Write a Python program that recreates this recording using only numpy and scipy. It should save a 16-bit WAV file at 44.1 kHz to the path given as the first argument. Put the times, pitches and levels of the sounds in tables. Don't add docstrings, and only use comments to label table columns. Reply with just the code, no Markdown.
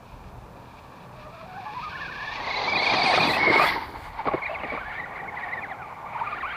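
import sys
import numpy as np
from scipy import signal
from scipy.fft import rfft, irfft, next_fast_len
from scipy.io import wavfile
from scipy.ndimage import uniform_filter1d

SR = 44100
rng = np.random.default_rng(int(sys.argv[2]) if len(sys.argv) > 2 else 0)


def log_audio(samples):
    frames = np.atleast_2d(samples).T
    limited = np.clip(frames, -1, 1)
    pcm = np.round(limited * 32767).astype(np.int16)
    wavfile.write(sys.argv[1], SR, pcm)


N = 289291

TURN_S = [2.2, 2.7, 3.3, 3.449, 3.9, 4.3]


def undb(db):
    return 10 ** (np.asarray(db) / 20)


def unit(x):
    return x / np.sqrt(np.mean(x ** 2))


def colour(x, points):
    size = next_fast_len(N)
    hz, db = np.transpose(points)
    log_hz = np.log(np.arange(size // 2 + 1) * SR / size + 1)
    gain = undb(np.interp(log_hz, np.log(hz), db))
    return irfft(rfft(x, size) * gain, size)[:N]


def band(x, lo_hz, hi_hz):
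    return signal.sosfilt(signal.butter(3, [lo_hz, hi_hz], "bandpass", fs=SR, output="sos"), x)


def walk(rate):
    hold = int(SR / rate)
    steps = np.repeat(rng.standard_normal(N // hold + 1), hold)
    return unit(uniform_filter1d(uniform_filter1d(steps, hold), hold)[:N])


def ring(hz, t60, t):
    return np.sin(2 * np.pi * hz * t) * np.exp(-np.log(1000) * t / t60)


def facing():
    return np.interp(np.arange(N) / SR, TURN_S, [0, 1, 1, 2, 2, 3])


def tooth_motion():
    # bite in seconds, tooth rate at bite in Hz, tooth rate at slip in Hz, loudest level in dB
    grips = [(0.948, 573, 597, -45, 0.89), (1.125, 593, 624, -44, 0.81), (1.235, 597, 620, -44.5, 0.5),
             (1.306, 591, 677, -46.5, 0.53), (1.384, 639, 664, -42.5, 0.59), (1.438, 626, 739, -40, 0.95),
             (1.546, 739, 806, -36.5, 0.41), (1.633, 730, 856, -37.5, 0.56), (1.722, 830, 996, -35, 0.79),
             (1.804, 962, 1270, -30, 0.7), (1.886, 1200, 1600, -31, 0.64), (1.934, 1456, 1773, -25.5, 0.43),
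             (1.98, 1428, 1750, -25, 0.53), (2.045, 1650, 1612, -27, 0.16), (2.092, 1482, 1768, -25, 0.29),
             (2.142, 1540, 1724, -25, .3), (2.182, 1594, 1787, -24, .05), (2.219, 1667, 1830, -26, 0.17),
             (2.28, 1708, 1804, -22.5, 0.021), (2.341, 1843, 2025, -34.5, 0.53),
             (2.41, 1845, 2200, -28, 0.89), (2.455, 1967, 2120, -25, 0.65),
             (2.493, 1955, 2185, -23.5, 0.54), (2.526, 1892, 2196, -21, 0.4),
             (2.563, 1980, 2195, -21, 0.32), (2.598, 2018, 2080, -25, 0.86), (2.66, 2038, 2320, -18, 0.62),
             (2.711, 2244, 2330, -13, 0.59), (2.738, 2168, 2484, -15, 0.55),
             (2.782, 1972, 2231, -18.5, 0.44), (2.816, 2100, 2272, -16, 0.53),
             (2.847, 2135, 2440, -14, 0.68), (2.883, 2180, 2420, -13.5, 0.46),
             (2.917, 2145, 2400, -16.5, 0.32), (2.953, 2129, 2572, -16, 0.43),
             (2.987, 2282, 2387, -18.5, 0.88), (3.028, 2202, 2500, -16.5, 0.66),
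             (3.081, 2136, 2320, -19, .3), (3.117, 2050, 2480, -17.5, 0.48),
             (3.162, 2148, 2400, -25, 0.053), (3.188, 2263, 2498, -15.5, 0.6),
             (3.217, 2380, 2500, -14.5, 0.41), (3.249, 2176, 2600, -20, 0.58),
             (3.299, 1960, 2090, -17, 0.16), (3.338, 1907, 2114, -23, 0.96), (3.385, 1964, 2230, -16, 0.8),
             (3.42, 2170, 2243, -14.5, 0.55), (3.445, 2197, 2181, -12.5, 0.42),
             (3.504, 2056, 2272, -10.5, 0.052), (3.53, 2155, 2230, -14, 0.51),
             (3.553, 2132, 2232, -9.5, 0.5), (3.575, 2198, 2440, -17.5, 0.91),
             (3.637, 2490, 3364, -23, 0.44), (3.69, 3400, 3890, -31, 0.023),
             (4.35, 2200, 2193, -27.5, 0.64), (4.399, 1480, 2310, -26, 0.62),
             (4.438, 2120, 2440, -22.5, 0.8), (4.472, 1876, 2640, -27, 0.99),
             (4.514, 2580, 2826, -25.5, 0.71), (4.562, 2057, 3240, -27, 0.97),
             (4.605, 2604, 2890, -24, .75), (4.656, 1827, 2325, -24, 0.82), (4.716, 2300, 2320, -26, 0.72),
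             (4.784, 1225, 1573, -24.5, .5), (4.835, 1414, 1717, -25.5, 0.38),
             (4.884, 1710, 1830, -28.5, 0.67), (4.929, 1420, 1730, -25, 0.26),
             (4.974, 1772, 2006, -23.5, 0.46), (5.023, 1827, 1932, -25.5, 0.42),
             (5.062, 1450, 1987, -25, 0.021), (5.102, 1640, 1877, -32, 0.56),
             (5.139, 1594, 2083, -28, 0.73), (5.179, 1483, 2002, -27, 0.65), (5.222, 1445, 1953, -34, 0.4),
             (5.263, 1443, 2225, -22.5, 0.29), (5.308, 1670, 1847, -33, 0.45),
             (5.345, 1581, 1970, -23.5, 0.52), (5.401, 1657, 1902, -24, 0.53),
             (5.463, 1690, 1813, -27.5, 0.55), (5.506, 1770, 2040, -21.5, 0.44),
             (5.56, 1775, 1930, -21.5, 0.57), (5.596, 1746, 2447, -21.5, 0.85),
             (5.667, 1480, 2176, -27.5, 0.8), (5.751, 1293, 1586, -30.5, 0.73),
             (5.865, 1157, 1370, -40, 0.82), (5.955, 1121, 1254, -51, 0.57), (6.033, 1010, 1137, -38, 0.71),
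             (6.105, 919, 1300, -30.5, 0.64), (6.161, 893, 1550, -28, 0.05), (6.219, 900.6, 1440, -25, 0.1),
             (6.278, 1204, 1453, -25, 0.056), (6.333, 1173, 1787, -22.5, 0.045),
             (6.387, 1370, 1900, -23, 0.75), (6.438, 1046, 1535, -20, 0.26),
             (6.495, 1444, 1614, -20.5, 0.39), (6.533, 1138, 1385, -30.5, 0.36)]
    # time in seconds, part of the cycle spent spinning up, longest spin-up in seconds.
    spin_up = [(1, .52, .035), (5.5, 0.56, .034), (5.6, 0.46, .025), (5.7, 0.4, .028), (6.1, 0.57, .034),
               (6.28, 0.54, .034), (6.33, 0.704, .04), (6.39, 0.45, .04), (6.44, 0.72, .045)]
    # time in seconds, sinking in dB.
    swing = [(1.1, 8.5), (1.85, 5.5), (2.05, 2.5), (2.3, 13), (2.5, 14.5), (3.35, 11.5), (3.5, 12),
             (3.65, 2), (4.38, 18), (4.41, 16), (4.44, 4.5), (4.48, 15), (4.6, 25), (4.68, 21),
             (4.72, 13.5), (4.79, 6), (4.9, 7), (5.1, 16), (5.2, 1), (5.3, 15), (5.4, 17), (5.5, 14),
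             (5.6, 17), (5.68, 19), (5.8, 21), (5.95, 21), (6.1, 21), (6.16, -0.5), (6.2, 6), (6.35, 7),
             (6.5, 7)]
    # starts closing, closed, starts opening on landing, open [s].
    airborne_s = (3.7, 3.74, 4.3, 4.361)
    coast_db = -35
    emerge_s, hidden_db = (0.88, 1.22), -19
    spin_db, brake_db = 0.23, 0.03

    s, bite_hz, slip_hz, peak_db, loudest = np.transpose(grips)
    spin_s, share, longest_s = np.transpose(spin_up)
    cycle_s = np.diff(s, append=N / SR)
    lag_s = np.interp(s, spin_s, share.clip(.1, .9)) * cycle_s
    lag_s = np.minimum(lag_s, np.interp(s, spin_s, longest_s))

    quarters = np.arange(4) / 4
    sinking = np.sin(np.pi * (quarters - loudest[:, None])) ** 2
    loads_db = peak_db[:, None] - np.interp(s, *np.transpose(swing))[:, None] * sinking

    t = np.arange(N) / SR
    turns_s = np.c_[s, s + lag_s].ravel() + 1e-6 * np.arange(2 * len(s))
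    turns_s = np.maximum.accumulate(turns_s)
    order = np.arange(len(turns_s))
    place = np.interp(t, turns_s, order)
    part = place % 1
    eased = place - part + (1 - np.cos(np.pi * part)) / 2
    hz = np.interp(eased, order, np.c_[bite_hz, slip_hz].ravel())

    db = np.interp(2 * place, np.arange(2 * len(turns_s)), loads_db.ravel())
    sweep = np.gradient(hz) * SR / 1000
    db = db - spin_db * sweep.clip(0, None) + brake_db * sweep.clip(None, 0)
    db = db + np.interp(t, emerge_s, [hidden_db, 0])
    db = db + np.interp(t, airborne_s, [0, coast_db, coast_db, 0])
    return hz, db


def gears():
    # multiple of the tooth rate, level in dB before the tooth-edge level and end-on shade.
    overtones = [(2, -10), (3, -26)]
    # time in seconds, level in dB.
    edges = [(1.5, 8), (1.9, -5), (2.2, -7), (2.45, 9), (2.6, 10.5), (2.72, -1.5), (2.85, 11), (3.0, 10),
             (3.15, 4), (3.3, 5.5), (3.45, -17), (3.9, -13), (4.4, 3), (4.5, 6), (4.6, -4), (4.75, -18),
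             (4.85, -2), (5.0, -7), (5.2, -16), (5.4, -12), (5.6, -5), (5.8, -13), (6.1, -1), (6.3, -5),
             (6.4, -1), (6.47, -5), (6.56, 6)]
    # frequency in Hz, gain in dB.
    shell = [(500, -4), (900, 2), (1250, -4.5), (1550, -12), (1900, -6), (2250, -4), (2600, -6.5),
             (3000, -10.5), (4000, -2), (5500, -38), (8000, -130)]
    # low edge in Hz, high edge in Hz, level against the whine in dB, reach in Hz.
    panel = (2294, 2464, -14, 514)
    shade_db_per_khz = 12.5

    hz, db = tooth_motion()
    phase = 2 * np.pi * np.cumsum(hz * (1 + .018 * walk(300))) / SR
    tone = np.sin(phase) * undb(2.0 * walk(150))
    edges_db = np.interp(np.arange(N) / SR, *np.transpose(edges))
    end_on = np.clip(abs(facing() - 1.5) - .5, 0, 1)
    for multiple, rel_db in overtones:
        shade_db = shade_db_per_khz * np.clip(multiple * hz - 2700, 0, None) / 1000 * end_on
        gain = undb(rel_db + edges_db - shade_db + 4 * walk(45))
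        tone = tone + gain * np.sin(multiple * phase + .9 * walk(220))

    lo_hz, hi_hz, panel_db, reach_hz = panel
    near = np.exp(-((2 * hz - (lo_hz + hi_hz) / 2) / reach_hz) ** 2)
    rattle_gain = uniform_filter1d(near * undb(db + panel_db), SR // 60)
    rattle = unit(band(rng.standard_normal(N), lo_hz, hi_hz)) * rattle_gain
    return np.sqrt(2) * colour(undb(db) * tone, shell) + rattle


def scatter(x):
    smear_db, smear_t60_s = -15, .08
    t = np.arange(SR // 8) / SR
    tail = rng.standard_normal(len(t)) * np.exp(-np.log(1000) * t / smear_t60_s)
    tail = tail * (t > .003)
    return x + undb(smear_db) * signal.fftconvolve(x, tail / np.sqrt(np.sum(tail ** 2)))[:N]


def roll_levels():
    # time in seconds, tyre crunch in dB, rumble against it in dB, grit spray against it in dB.
    roll = [(0, -64.5, 12.5, 3), (.5, -57.5, 7.5, -2.5), (1.15, -47.5, -4, -9), (1.41, -52, 1.5, -1),
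            (1.549, -47, -5.5, -2.5), (2.05, -41.5, -6.5, 0), (2.35, -37, -13, -1.5), (2.5, -33, -15, -0.5),
            (2.75, -28.5, -10.5, -2), (2.92, -26.5, -16.5, -0.5), (3.08, -25, -11.5, -3),
            (3.229, -22, -6.5, -1.5), (3.327, -28.5, -10.5, 0.5), (3.47, -24.5, -1.5, -15.5),
            (3.58, -20.5, -6.5, -14.5), (3.68, -26, -5.5, -10.5), (3.779, -34, -10.5, -14),
            (3.9, -39.5, -6.5, -12), (4.13, -44, -14.5, -14.5), (4.4, -37.5, -16, -14),
            (4.55, -36, -14, -11), (4.95, -40.5, -6, -13.5), (5.5, -36, -9.5, -20), (5.7, -38, -8.5, -16.5),
            (5.78, -42.5, -7.5, -20), (6.0, -37.5, -16, -20.5), (6.1, -40.5, -11, -17.5),
            (6.17, -36.5, -17, -18), (6.27, -37.5, -7.5, -12), (6.56, -40, -9, -14)]
    # time in seconds, rise of the rumble in dB, rise of the crunch, scrub and grit in dB.
    jolts = [(2.41, 7, 0), (2.938, 12.5, 2), (3.05, 7.5, 2.5), (3.2, 2.5, -2), (3.29, 8, -2.5),
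             (3.509, 4, -0.5), (3.761, 10, 2), (3.83, -1, 4), (3.963, 2, 6), (4.06, 4, 4.5), (4.2, 7, 10),
             (4.276, 30, 11.5), (4.343, 29, 6.5), (4.65, 11, -5), (4.74, 16, 2.5)]
    jolt_s = 0.023
    scrub_db = [-3, 0.5, 5, 5.5]
    scrub_share = 0.59

    t = np.arange(N) / SR
    s, *columns = np.transpose(roll)
    crunch, rumble, grit = (np.interp(t, s, column) for column in columns)
    low, mid = sum(np.outer(rise, np.exp(-((t - at) / jolt_s) ** 2)) for at, *rise in jolts)
    scrub = np.interp(facing(), range(4), scrub_db) + scrub_share * grit
    return crunch + np.array([rumble + low, mid, scrub + mid, grit + mid])


def tyres():
    # frequency in Hz, density in dB per Hz.
    front = [(53, -39), (90, -9), (155, -11.5), (212, -12.5), (311, -15.5), (567, -2), (1130, 11),
             (1360, -12.5), (1690, 5.5), (2030, 4), (2390, 5.5), (3080, -25), (3380, -20.5), (4440, -23.5),
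             (7000, -44), (9100, -96), (15400, -120)]
    side_on = [(53, -29), (90, -9), (224, -2), (416, -0.5), (787, 6.5), (1090, 4), (1430, -10.5),
               (1690, -3.5), (1960, 9.5), (2300, -8), (3080, -30.5), (4520, -37.5), (7000, -43.5),
               (9100, -93), (15400, -120)]
    ramp = [(53, -39), (90, -32.5), (190, -23), (224, -26.5), (311, -17), (353, -20), (609, -12),
            (910, -1.5), (1380, -15.5), (2140, -1), (2570, -19), (3300, -18.5), (4520, -13), (7000, -46),
            (9100, -77), (15400, -120)]
    behind = [(53, -23), (90, -20), (220, -17), (340, -16.5), (560, -4), (720, 3.5), (831, 7), (960, 2),
              (1170, 3), (1290, -11), (1430, -4.5), (1540, -12.5), (2260, -1), (2620, -19), (3200, -27.5),
              (4000, -31.5), (4860, -37), (7000, -140), (9100, -77), (15400, -120)]
    # low edge in Hz, high edge in Hz.
    roll_bands = [(60, 400), (400, 1500), (1500, 3000), (3000, 6500)]
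    # share of the truck's hop in dB, own flicker in dB, flicker rate per second.
    roll_flicker = [(-1.5, -1, 18), (0.23, 1.8, 45), (2.4, -0.46, 17), (1.9, 1.54, 98)]
    # time in seconds, coarse level in dB, fine level in dB.
    dust = [(2.3, -102, -96), (2.6, -81, -97), (2.9, -58.5, -99), (3.2, -54, -61), (3.35, -48.5, -49.5),
            (3.45, -70, -80), (3.55, -58, -64), (3.671, -48, -44.5), (3.8, -75, -60), (4.05, -64.5, -66.5),
            (4.2, -79, -75)]
    body_ring = (730, 869)
    body_db = [-14, -10, -23, -9]

    t = np.arange(N) / SR
    levels, view = roll_levels(), facing()
    chance = rng.random((2, N))
    struck = chance[0] < 3000 / SR
    sizes = undb(-1.5 * np.log(1 - .995 * chance[1]))
    stones = struck * sizes * rng.standard_normal(N)
    grains = unit(stones) + 1.5 * rng.standard_normal(N)

    seen = [colour(grains, points) for points in (front, side_on, ramp, behind)]
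    hop = walk(16)
    out = 0
    for level_db, (lo_hz, hi_hz), (hop_db, own_db, rate) in zip(levels, roll_bands, roll_flicker):
        part = sum(np.clip(1 - abs(view - k), 0, 1) * unit(band(x, lo_hz, hi_hz))
                   for k, x in enumerate(seen))
        out = out + part * undb(level_db + hop_db * hop + own_db * walk(rate))

    dust_s, *dust_db = np.transpose(dust)
    puffs = undb(3.0 * walk(18))
    for db, edges_hz in zip(dust_db, [(6000, 9500), (9500, 16000)]):
        gain = undb(np.interp(t, dust_s, db, left=-120, right=-120))
        out = out + puffs * unit(band(grains, *edges_hz)) * gain

    lo_hz, hi_hz = body_ring
    centre_hz = (lo_hz + hi_hz) / 2 * (1 + .06 * walk(9))
    carrier = np.sin(2 * np.pi * np.cumsum(centre_hz) / SR)
    drum = unit(band(grains, 1, (hi_hz - lo_hz) / 2) * carrier)
    drum_db = levels[1] + np.interp(view, range(4), body_db) + 3.38 * walk(30)
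    return out + drum * undb(drum_db)


def chirrs():
    chirr_hz = [3350, 3550, 3750, 3950, 4200, 4450, 4700]
    chirr_db = -11
    side_share = np.interp(np.arange(N) / SR, TURN_S[:4], [0, 1, 1, 0])
    flutter = 0
    for hz in chirr_hz:
        phase = 2 * np.pi * np.cumsum(hz * (1 + .035 * walk(220))) / SR
        flutter = flutter + np.sin(phase) * undb(4.0 * walk(170))
    return flutter * side_share * undb(roll_levels()[3] + chirr_db)


def knocks():
    # start in seconds, peak level in dB, main ring in Hz.
    blows = [(.462, -45, 915), (2.4, -26, 844), (2.468, -27, 1033), (2.918, -20.5, 850), (3.138, -13, 676),
             (3.176, -8, 745), (3.289, -23, 977), (3.367, -14, 1050), (3.476, -14.5, 655),
             (3.498, -12, 334), (3.556, -13.5, 400), (3.596, -9, 1189), (3.616, -10.5, 1204),
             (3.638, -14, 1250), (4.254, -21, 980), (4.272, -15.5, 421), (4.283, -12, 1114),
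             (4.314, -24, 798), (4.336, -15, 637), (4.349, -30, 688), (4.377, -28, 1020), (4.513, -24, 696),
             (4.634, -18, 770), (4.66, -33, 800), (4.721, -21.5, 627), (4.738, -21.5, 1128),
             (4.748, -25.5, 895), (4.775, -22, 1104), (5.357, -32, 826)]
    # centre frequency in Hz, level against the main ring in dB, t60 in seconds.
    chassis = [(129.9, -33, 0.028), (360, -19.5, 0.014), (653, -1.5, 0.042), (1144, -3.5, 0.046)]
    # frequency in Hz, gain in dB.
    dirt_colour = [(300, -22), (900, -5), (1500, -8), (2200, 22), (3200, -4), (4500, -6), (6500, -73)]
    panel_t60_s, thud_db, dirt_db = 0.059, -4.5, -10.5

    out, t = np.zeros(N + SR), np.arange(SR // 5) / SR
    jitters = rng.standard_normal((len(blows), len(chassis)))
    for (s, peak_db, hz), jitter in zip(blows, jitters):
        blow = ring(hz, panel_t60_s, t)
        for (mode_hz, mode_db, mode_t60), shift in zip(chassis, jitter):
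            blow = blow + undb(mode_db) * ring(mode_hz * (1 + 0.066 * shift), mode_t60, t)
        thud = unit(band(rng.standard_normal(len(t)), 150, 1130)) * np.exp(-t / 0.005)
        burst = rng.standard_normal(len(t)) * np.exp(-t / 0.0028)
        dirt = colour(np.pad(burst, (0, N - len(t))), dirt_colour)[:len(t)]
        blow = blow + undb(thud_db) * thud + undb(dirt_db) * dirt
        blow = blow * (1 - np.exp(-t / 0.00092))
        i = int(s * SR)
        out[i:i + len(t)] += undb(peak_db) * blow / np.abs(blow).max()
    return out[:N]


def squeaks():
    # start in seconds, length in seconds, start pitch in Hz, end pitch in Hz,
    # level in dB about which it flutters.
    glides = [(1.927, 0.057, 1085, 1080, -39), (2.949, 0.092, 776, 694, -30),
              (3.057, 0.055, 802.5, 733, -23), (3.33, 0.02, 2570, 2578, -30),
              (3.352, 0.02, 2660, 2550, -28), (3.566, 0.089, 1049, 1300, -27.5),
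              (3.753, 0.045, 970, 910, -28.5), (4.182, 0.038, 991, 785, -31.5),
              (4.483, 0.0717, 589, 705, -36.5), (5.226, 0.034, 805, 812, -36.5),
              (5.705, 0.029, 815, 725, -33), (3.809, 0.036, 934, 890, -37),
              (3.679, 0.041, 1990, 1917, -31.5)]
    out, rough = np.zeros(N), undb(3.0 * walk(160))
    waver = 1 + .03 * walk(200)
    for s, length, start_hz, end_hz, db in glides:
        size, i = int(length * SR), int(s * SR)
        hz = np.linspace(start_hz, end_hz, size) * waver[i:i + size]
        tone = np.sin(2 * np.pi * np.cumsum(hz) / SR)
        out[i:i + size] += np.sqrt(2) * undb(db) * tone * signal.windows.tukey(size, .5)
    return out * rough


def field():
    # frequency in Hz, density in dB per Hz.
    air_colour = [(12, -66), (20, -8.5), (48, 3.5), (92, -0.5), (129, -2), (283, -12), (445, -25.5),
                  (490, -14), (668, -11), (955, -4.5), (1030, -8.5), (1300, -14), (2000, -26), (6000, -37),
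                  (7800, -40.5), (13200, -120)]
    # time in seconds, level in dB about which it heaves.
    breeze = [(0, -53.5), (.16, -44), (.7, -61), (1.9, -53.5), (2.399, -53.5), (2.7, -53), (3.3, -52),
              (3.9, -47.5), (4.4, -53.5), (4.9, -52), (5.4, -62), (6.2, -63), (6.56, -50)]
    murmur_db = -46
    air = band(unit(colour(rng.standard_normal(N), air_colour)), 90, 8000)
    wind = unit(band(colour(rng.standard_normal(N), air_colour), 15, 90))
    breeze_db = np.interp(np.arange(N) / SR, *np.transpose(breeze))
    return undb(murmur_db) * air + wind * undb(breeze_db + 2.0 * walk(4.5))


def hum():
    # time in seconds, lower tone in Hz, upper tone in Hz, level of the lower tone in dB.
    drift = [(0, 123.6, 185.3, -58.5), (1.3, 124.4, 183.2, -56), (1.6, 144.3, 180, -60),
             (2.0, 144, 171.3, -57), (2.25, 125.6, 160, -57), (2.5, 120, 155.1, -77)]
    upper_db = -2.5
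    t = np.arange(N) / SR
    s, low_hz, high_hz, db = np.transpose(drift)
    tones = 0
    for hz, rel_db in [(low_hz, 0), (high_hz, upper_db)]:
        phase = 2 * np.pi * np.cumsum(np.interp(t, s, hz) * (1 + .015 * walk(12))) / SR
        tones = tones + np.sin(phase) * undb(rel_db + 2.5 * walk(10))
    return np.sqrt(2) * tones * undb(np.interp(t, s, db))


def scene():
    truck = scatter(gears()) + tyres() + chirrs() + knocks() + squeaks()
    return np.tile(truck + field() + hum(), (2, 1))


def record(dry):
    hiss_db, top_hz = -69.5, 15250
    mid, side = (unit(band(rng.standard_normal(N), 4500, 17000)) for _ in range(2))
    hiss = undb(hiss_db) * (mid + 0.27 * side * np.array([[1], [-1]]))
    low_pass = signal.ellip(10, .2, 80, top_hz, fs=SR, output="sos")
    return signal.sosfilt(low_pass, dry + hiss)


dry = scene()
out = record(dry)
log_audio(out)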